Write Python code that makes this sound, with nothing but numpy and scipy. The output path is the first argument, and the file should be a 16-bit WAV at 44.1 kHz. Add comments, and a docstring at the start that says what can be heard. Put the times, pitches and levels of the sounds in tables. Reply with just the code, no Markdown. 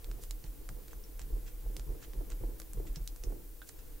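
"""Handling a phone on a countertop

Fingers turn a phone over and press its back cover: nails click and scrape, the cover snaps,
skin slides and rubs. Soft low bumps come from fingers or footsteps. Dull thuds, probably
footsteps elsewhere in the house, make the room boom and knock. Under it all lie a low room rumble,
a fan-like murmur and the steady hiss of the microphones."""
import sys
import numpy as np
from scipy import signal
from scipy.fft import rfft, irfft
from scipy.io import wavfile

SR = 44100
rng = np.random.default_rng(int(sys.argv[2]) if len(sys.argv) > 2 else 0)


def digitize_waveform(pressure):
    """Quantize a signal to 16-bit integers and store it at the path in sys.argv[1].

    Rows of a 2-D input are taken as channels; values are limited to [-1, 1].
    """
    field = np.atleast_2d(pressure).T
    bounded = np.clip(field, -1, 1)
    quanta = np.round(bounded * 32767).astype(np.int16)
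    wavfile.write(sys.argv[1], SR, quanta)


N = 176400  # 4 seconds

# Levels in the tables are relative. A "colour" says how strong each frequency is.
# clicks of nails and cover: t/s, level/dB, then level/dB at each of CLICK_BANDS_HZ
CLICKS = [(0.0444, -38, -62, -49.5, -60.5, -61), (0.1143, -37, -46, -42, -45, -74),
          (0.2376, -34.5, -49, -44.5, -46.5, -42.5), (0.3093, -29.5, -53.5, -45, -40, -47),
          (0.3104, -36, -69, -27, -48, -60), (0.4405, -38, -52, -37, -46, -66),
          (0.6906, -34.5, -47.5, -47, -46, -59), (0.8824, -42.5, -61, -58, -59, -68),
          (0.9319, -40.5, -47, -60, -62, -65), (1.1944, -35, -51, -49, -44, -61),
          (1.217, -38, -55.5, -49, -46, -60), (1.7666, -29, -55.5, -41.5, -43, -50),
          (1.7965, -36.5, -55.5, -52, -51, -71), (2.0283, -44, -53, -49, -56, -63),
          (2.0467, -45, -54, -44, -71, -67), (2.1347, -41, -54, -47, -60, -74),
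          (2.3025, -37, -55, -53, -45, -62), (2.321, -39, -56.5, -53, -61, -61),
          (2.6005, -32.5, -50, -50.5, -44.5, -48.5), (2.6181, -37.5, -58.5, -54, -58, -62),
          (2.7341, -36, -62, -60, -47, -54), (2.96, -37, -59.5, -44, -48, -54),
          (3.0758, -25.5, -63.5, -40, -46.5, -46), (3.1616, -39, -62.5, -59, -51, -64),
          (3.2372, -34, -57, -51, -48.5, -62), (3.6906, -35.5, -77, -40, -40, -49),
          (3.694, -38, -53, -49, -45, -71)]
# colour shared by all clicks: f/Hz, level/dB
CLICK_COLOUR = [(150, -29), (450, 7), (800, 3.5), (1500, 7.5), (2100, 2), (2900, -3), (4500, -2),
                (8000, 0.5), (11000, -3.5), (15500, -3)]
# ringing notes of the cover: t/s, f/Hz, level/dB, time to fade by 60 dB/s
SNAPS = [(0.932, 6200, -54, .02), (1.039, 5560, -46.5, 0.012), (2.959, 5500, -33.5, 0.0041),
         (3.2383, 5340, -42, 0.0092), (3.2377, 6480, -42, 0.0095), (3.618, 1555, -51, 0.028),
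         (3.618, 1495, -47, 0.025), (3.618, 3540, -45.5, 0.0053)]
# nail scrapes: middle t/s, half length/s, level/dB, strongest f/Hz
SCRAPES = [(0.229, 0.018, -57.5, 7850), (.243, 0.019, -64, 13600), (2.595, .012, -58, 12000),
           (3.678, 0.016, -60.5, 7300)]
# skin sliding on the cover: middle t/s, half length/s, level/dB
SLIDES = [(0.457, 0.017, -68), (0.91, 0.03, -70.5), (1.205, 0.025, -65.5), (1.476, 0.018, -64.5),
          (2.024, 0.021, -59.5), (2.311, 0.02, -63.5), (2.87, 0.0082, -58.5), (2.958, 0.012, -62),
          (3.618, 0.0025, -58.5), (3.789, 0.004, -59.5)]
# colour of the slides: f/Hz, level/dB
SLIDE_COLOUR = [(300, -27), (900, 1), (1600, 13.5), (3000, 9.5), (5000, 6), (7500, 10.5), (11000, -16),
                (15000, -30)]
# soft low bumps, from fingers or footsteps: t/s, level/dB
BUMPS = [(0.441, -45.5), (0.695, -44.5), (0.935, -55.5), (1.205, -50), (1.26, -57), (1.776, -54),
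         (1.863, -53), (2.138, -49), (2.414, -50), (2.742, -46), (2.965, -43.5), (3.01, -52)]
# colour of the bumps: f/Hz, level/dB
BUMP_COLOUR = [(40, -20), (90, 6.5), (175, 8), (225, -12), (400, -18), (900, -20.5), (3000, -59)]
# hands rubbing the case: middle t/s, half length/s, level/dB
RUBS = [(0.148, 0.063, -59), (0.714, 0.011, -56), (0.785, 0.032, -56), (1.02, 0.099, -66),
        (1.246, 0.046, -61), (1.496, 0.056, -72), (1.783, 0.045, -56), (1.918, 0.058, -53),
        (2.16, 0.036, -55.5), (2.314, 0.073, -57), (2.5, 0.03, -53.5), (3.001, 0.038, -59)]
# colour of the rubs: f/Hz, level/dB
RUB_COLOUR = [(50, -16), (110, 5), (220, 0), (310, 4.5), (490, 2), (600, -15), (900, -12), (4000, -61)]
# footsteps: knock t/s, thud level/dB, knock level/dB
STEPS = [(0.082, -48, -51.5), (0.187, -55, -53.5), (0.612, -67, -53), (0.766, -58, -54.5),
         (1.329, -43.5, -54), (1.364, -55, -48.5), (1.663, -48.5, -53), (1.699, -56.5, -48),
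         (1.9, -46.5, -51.5), (1.95, -53, -50.5), (2.078, -63, -55), (2.208, -44.5, -43.5),
         (2.435, -42, -40.5), (2.521, -54, -56), (2.798, -40.5, -40), (2.851, -60, -53),
         (3.269, -44, -48.5), (3.301, -51, -48), (3.322, -57, -45)]
# colour of the thud before a knock: f/Hz, level/dB
THUD_COLOUR = [(35, -3.5), (65, -0.5), (88, -4), (118, 1), (145, -27.5), (190, -14), (245, -20), (330, -16),
               (480, -12.5), (600, -35), (1000, -33.5), (2000, -45), (5000, -78)]
# colour of the knock: f/Hz, level/dB
KNOCK_COLOUR = [(100, -27.5), (190, 1.5), (245, 3), (310, 13.5), (440, 15), (560, -0.5), (680, 1),
                (880, -5.5), (1200, -18.5), (1800, -21), (5000, -48)]
# colour of the rumble after a knock: f/Hz, level/dB
RUMBLE_COLOUR = [(100, -6), (190, 8), (245, -8), (280, 10.5), (480, 0.5), (570, -6.5), (850, -15),
                 (1300, -24), (4000, -69)]
# stereo width of the dull sounds (higher is wider): f/Hz, level/dB
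DULL_WIDTH = [(60, -1), (200, -10), (380, -12), (600, 12), (850, -14.5), (1300, 0)]
# low booms of the building: t/s, level/dB
BOOMS = [(0.071, -30.5), (0.271, -32.5), (0.473, -37.5), (0.572, -39), (0.721, -35.5), (0.944, -39),
         (1.069, -42.5), (1.208, -32.5), (1.31, -27.5), (1.644, -28), (1.7243, -34), (1.778, -34),
         (1.872, -27.5), (2.073, -33), (2.159, -27.5), (2.302, -31), (2.42, -27.5), (2.755, -28.5),
         (2.882, -29.5), (2.988, -29.5), (3.186, -35), (3.252, -27.5), (3.922, -40.5)]
# colour of the room murmur: f/Hz, level/dB
MURMUR_COLOUR = [(15, -6), (27, -2.5), (38, 6), (48, -6), (65, -12.5), (85, -23.5), (115, -20.5),
                 (160, -26.5), (245, -31.5), (285, -23.5), (320, -25), (355, -33), (410, -28.5), (490, -24),
                 (570, -36.5), (750, -37), (1100, -41), (1450, -41.5), (2500, -44.5), (6000, -49),
                 (15000, -74)]
# stereo width of the murmur: f/Hz, level/dB
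MURMUR_WIDTH = [(30, -11.5), (100, -3.5), (250, -9.5), (400, 1.5), (580, 0.5), (1300, -4), (4000, 0),
                (15000, -21)]
# rise and fall of the murmur: t/s, level/dB
MURMUR_SWELL = [(0, 1), (.4, 0), (1.1, 0), (2.3, 0.5), (3.4, -1), (3.62, -2.5), (3.78, 0.5), (4, 0)]
# colour of the microphone hiss: f/Hz, level/dB
HISS_COLOUR = [(500, -51), (2000, -20.5), (3500, -16.5), (5000, -11.5), (8000, -7.5), (11000, -4.5),
               (14000, -1), (15500, -0.5)]
# stereo width of the hiss: f/Hz, level/dB
HISS_WIDTH = [(1000, 8), (4500, -8), (8000, -4), (15000, -41)]

CLICK_BANDS_HZ = (1500, 4000, 8500, 13500)
GRAIN_SCATTER_DB = 3.5  # how uneven scrapes and slides are
RUMBLE_RISE_S = 0.0053
TIME = np.arange(N) / SR  # seconds


def clicks(size=1024, boost_db=1.5, body_db=-2, body_width=0.31):
    """Each tap is a sharp pulse that echoes off the countertop; the hand cuts the phone's ring short."""
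    pulses, bodies = np.zeros((2, N)), np.zeros((2, N))
    for start, db, *bands in CLICKS:
        own_colour = curve(list(zip(CLICK_BANDS_HZ, bands)), size)
        pulse = impulse(own_colour * curve(CLICK_COLOUR, size))
        pulse *= 2 * undb(db + boost_db) / np.sqrt(np.sum(pulse ** 2))
        mid, side = undb(body_db) * tail(t60=0.009, size=size)
        ring = spread(mid, body_width * side)
        add(pulses, start, pulse)
        add(bodies, start, signal.fftconvolve(ring, pulse[None], axes=1))
    return lean_right(in_room(pulses, echo_db=-6) + bodies, db=3)


def snaps():
    """The cover gives under a thumb and rings briefly."""
    out, t = np.zeros(N), TIME[:SR // 10]
    for start, hz, db, t60 in SNAPS:
        add(out, start, undb(db) * np.sin(2 * np.pi * hz * t) * decay(t, t60))
    return in_room(np.array([out, out]), echo_db=-2)


def scrapes():
    """A nail drags over the cover with a thin, bright rasp."""
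    out = np.zeros(N)
    for middle, half, db, hz in SCRAPES:
        grains = rng.standard_normal(N) * undb(GRAIN_SCATTER_DB * rng.standard_normal(N))
        rasp = resonate(grains, hz, width_hz=8400)
        out += undb(db) * swell(middle, half) * rasp
    return in_room(np.array([out, out]), echo_db=-0.5)


def slides(grains_per_s=1300):
    """Skin sticks and slips on the cover, making a dense stream of tiny ticks."""
    slips = rng.random(N) < grains_per_s / SR
    grains = slips * rng.standard_normal(N)
    grains *= undb(GRAIN_SCATTER_DB * np.minimum(rng.exponential(size=N), 3))
    pressure = sum(undb(db) * swell(middle, half) for middle, half, db in SLIDES)
    out = unit(colour(grains, SLIDE_COLOUR)) * pressure
    return in_room(np.array([out, out]), echo_db=3.5)


def rubs():
    """The hands shift their grip with a soft, dull rustle."""
    level = sum(undb(db) * swell(middle, half) for middle, half, db in RUBS)
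    return level * noise(RUB_COLOUR, DULL_WIDTH)


def bumps():
    """Soft low bumps, from fingers or footsteps."""
    level = sum(undb(db) * strike(start, rise=0.0037, t60=0.18) for start, db in BUMPS)
    return level * noise(BUMP_COLOUR, DULL_WIDTH)


def footsteps(thud_lead_s=0.0347, rumble_db=-12):
    """A soft thud, then a muffled knock that rumbles on in the room."""
    thud, rumble = np.zeros(N), np.zeros(N)
    for start, thud_db, knock_db in STEPS:
        thud += undb(thud_db) * strike(start - thud_lead_s, rise=0.013, t60=0.37)
        rumble += undb(knock_db + rumble_db) * strike(start, RUMBLE_RISE_S, t60=0.58)
    hits = thud * noise(THUD_COLOUR, DULL_WIDTH) + knocks()
    return hits + room_note() + rumble * noise(RUMBLE_COLOUR, DULL_WIDTH)


def knocks(size=8192, boost_db=23.5, ring_db=16):
    """Each step ends in a muffled pulse that rings briefly in the building."""
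    out, pulse = np.zeros((2, N)), impulse(curve(KNOCK_COLOUR, size))
    for start, _, db in STEPS:
        ring = undb(ring_db) * tail(t60=0.045, size=size)
        ring[:, 0] += 1  # the pulse itself
        hit = signal.fftconvolve(ring, pulse[None], axes=1)
        hit /= np.sqrt(np.sum(hit ** 2, axis=1, keepdims=True))
        add(out, start, undb(db + boost_db) * hit)
    mid, side = out
    return spread(mid, colour(side, DULL_WIDTH))


def room_note(hz=322.6, note_db=-12):
    """Every knock leaves one low note of the room ringing."""
    return sum(undb(db + note_db) * note(start, hz, RUMBLE_RISE_S, t60=0.44) for start, _, db in STEPS)


def booms():
    """The room's deepest note builds up and dies away."""
    return sum(undb(db) * note(start, hz=37.37, rise=0.032, t60=0.24) for start, db in BOOMS)


def background(murmur_db=-45.5, hum_db=-70, hiss_db=-57):
    """The room murmurs and faintly hums; the microphones hiss evenly."""
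    swell_db = np.interp(TIME, *np.array(MURMUR_SWELL).T)
    hum = undb(hum_db) * resonate(rng.standard_normal(N), hz=317.2, width_hz=9.6)
    murmur = undb(murmur_db + swell_db) * noise(MURMUR_COLOUR, MURMUR_WIDTH)
    hiss = undb(hiss_db) * noise(HISS_COLOUR, HISS_WIDTH)
    return murmur + hum + hiss


def in_room(x, echo_db, delay_s=0.0022):
    """Add the short echo of countertop and walls."""
    echo = np.zeros((2, N))
    add(echo, delay_s, signal.fftconvolve(x, tail(t60=0.085, size=12000), axes=1)[:, :N])
    return x + undb(echo_db) * echo


def undb(db):
    """Turn decibels into a multiplier."""
    return 10 ** (np.asarray(db) / 20)


def unit(x):
    """Scale to an average strength (rms) of 1."""
    return x / np.sqrt(np.mean(x ** 2))


def curve(points, size):
    """Join (f/Hz, level/dB) points into a multiplier for each frequency."""
    hz, db = np.array(points, float).T
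    log_hz = np.log(np.fft.rfftfreq(size, 1 / SR) + 1)
    return undb(np.interp(log_hz, np.log(hz), db))


def colour(x, points):
    """Filter a sound by (f/Hz, level/dB) points."""
    return irfft(rfft(x) * curve(points, N), N)


def resonate(x, hz, width_hz):
    """Keep the frequencies around hz, scaled to strength 1."""
    return unit(signal.lfilter(*signal.iirpeak(hz, hz / width_hz, fs=SR), x))


def impulse(gain):
    """The most sudden pulse with this colour (a minimum-phase pulse)."""
    cepstrum = irfft(np.log(gain))
    half = len(cepstrum) // 2
    folded = np.r_[cepstrum[0], 2 * cepstrum[1:half], np.zeros(half)]  # moves energy to the start
    return irfft(np.exp(rfft(folded)))


def spread(mid, side):
    """Make left and right: mid is what they share, side sets them apart."""
    return np.array([mid + side, mid - side])


def lean_right(x, db):
    """Tip the balance to the right by db."""
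    return x * undb([[-db / 2], [db / 2]])


def noise(points, width):
    """Coloured stereo noise whose width depends on frequency."""
    mid, side = colour(rng.standard_normal((2, N)), points)
    return unit(spread(mid, colour(side, width)))


def add(out, start, x):
    """Mix a sound in at start seconds."""
    i = max(int(start * SR), 0)
    out[..., i:i + x.shape[-1]] += x[..., :N - i]


def decay(t, t60):
    """Fade by 60 dB in t60 seconds."""
    return np.exp(-np.log(1000) * np.maximum(t, 0) / t60)


def swell(middle, half):
    """A bell-shaped level, down to about a third at half seconds either side of its middle."""
    return np.exp(-((TIME - middle) / half) ** 2)


def strike(start, rise, t60):
    """A level that grows for rise seconds, then dies away."""
    t = np.maximum(TIME - start, 0)
    return np.sin(np.pi / 2 * np.minimum(t / rise, 1)) ** 2 * decay(t - rise, t60)


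def note(start, hz, rise, t60):
    """A pure tone that grows, then dies away."""
    return strike(start, rise, t60) * np.sin(2 * np.pi * hz * (TIME - start))


def tail(t60, size):
    """Fading stereo noise with an energy of about 1 on each side."""
    x = rng.standard_normal((2, size)) * decay(TIME[:size], t60)
    return x / np.sqrt(np.sum(x ** 2) / 2)


def scene():
    """Hands close by, thuds farther off; the right side is a little louder."""
    hands = slides() + scrapes() + rubs() + snaps()
    thumps = bumps() + booms() + footsteps()
    return clicks() + lean_right(hands + thumps, db=1.6) + background()


def record(dry, top_hz=15700):
    """Cut the highest treble steeply."""
    return signal.sosfilt(signal.ellip(10, .2, 80, top_hz, fs=SR, output="sos"), dry)


dry = scene()
out = record(dry)
digitize_waveform(out)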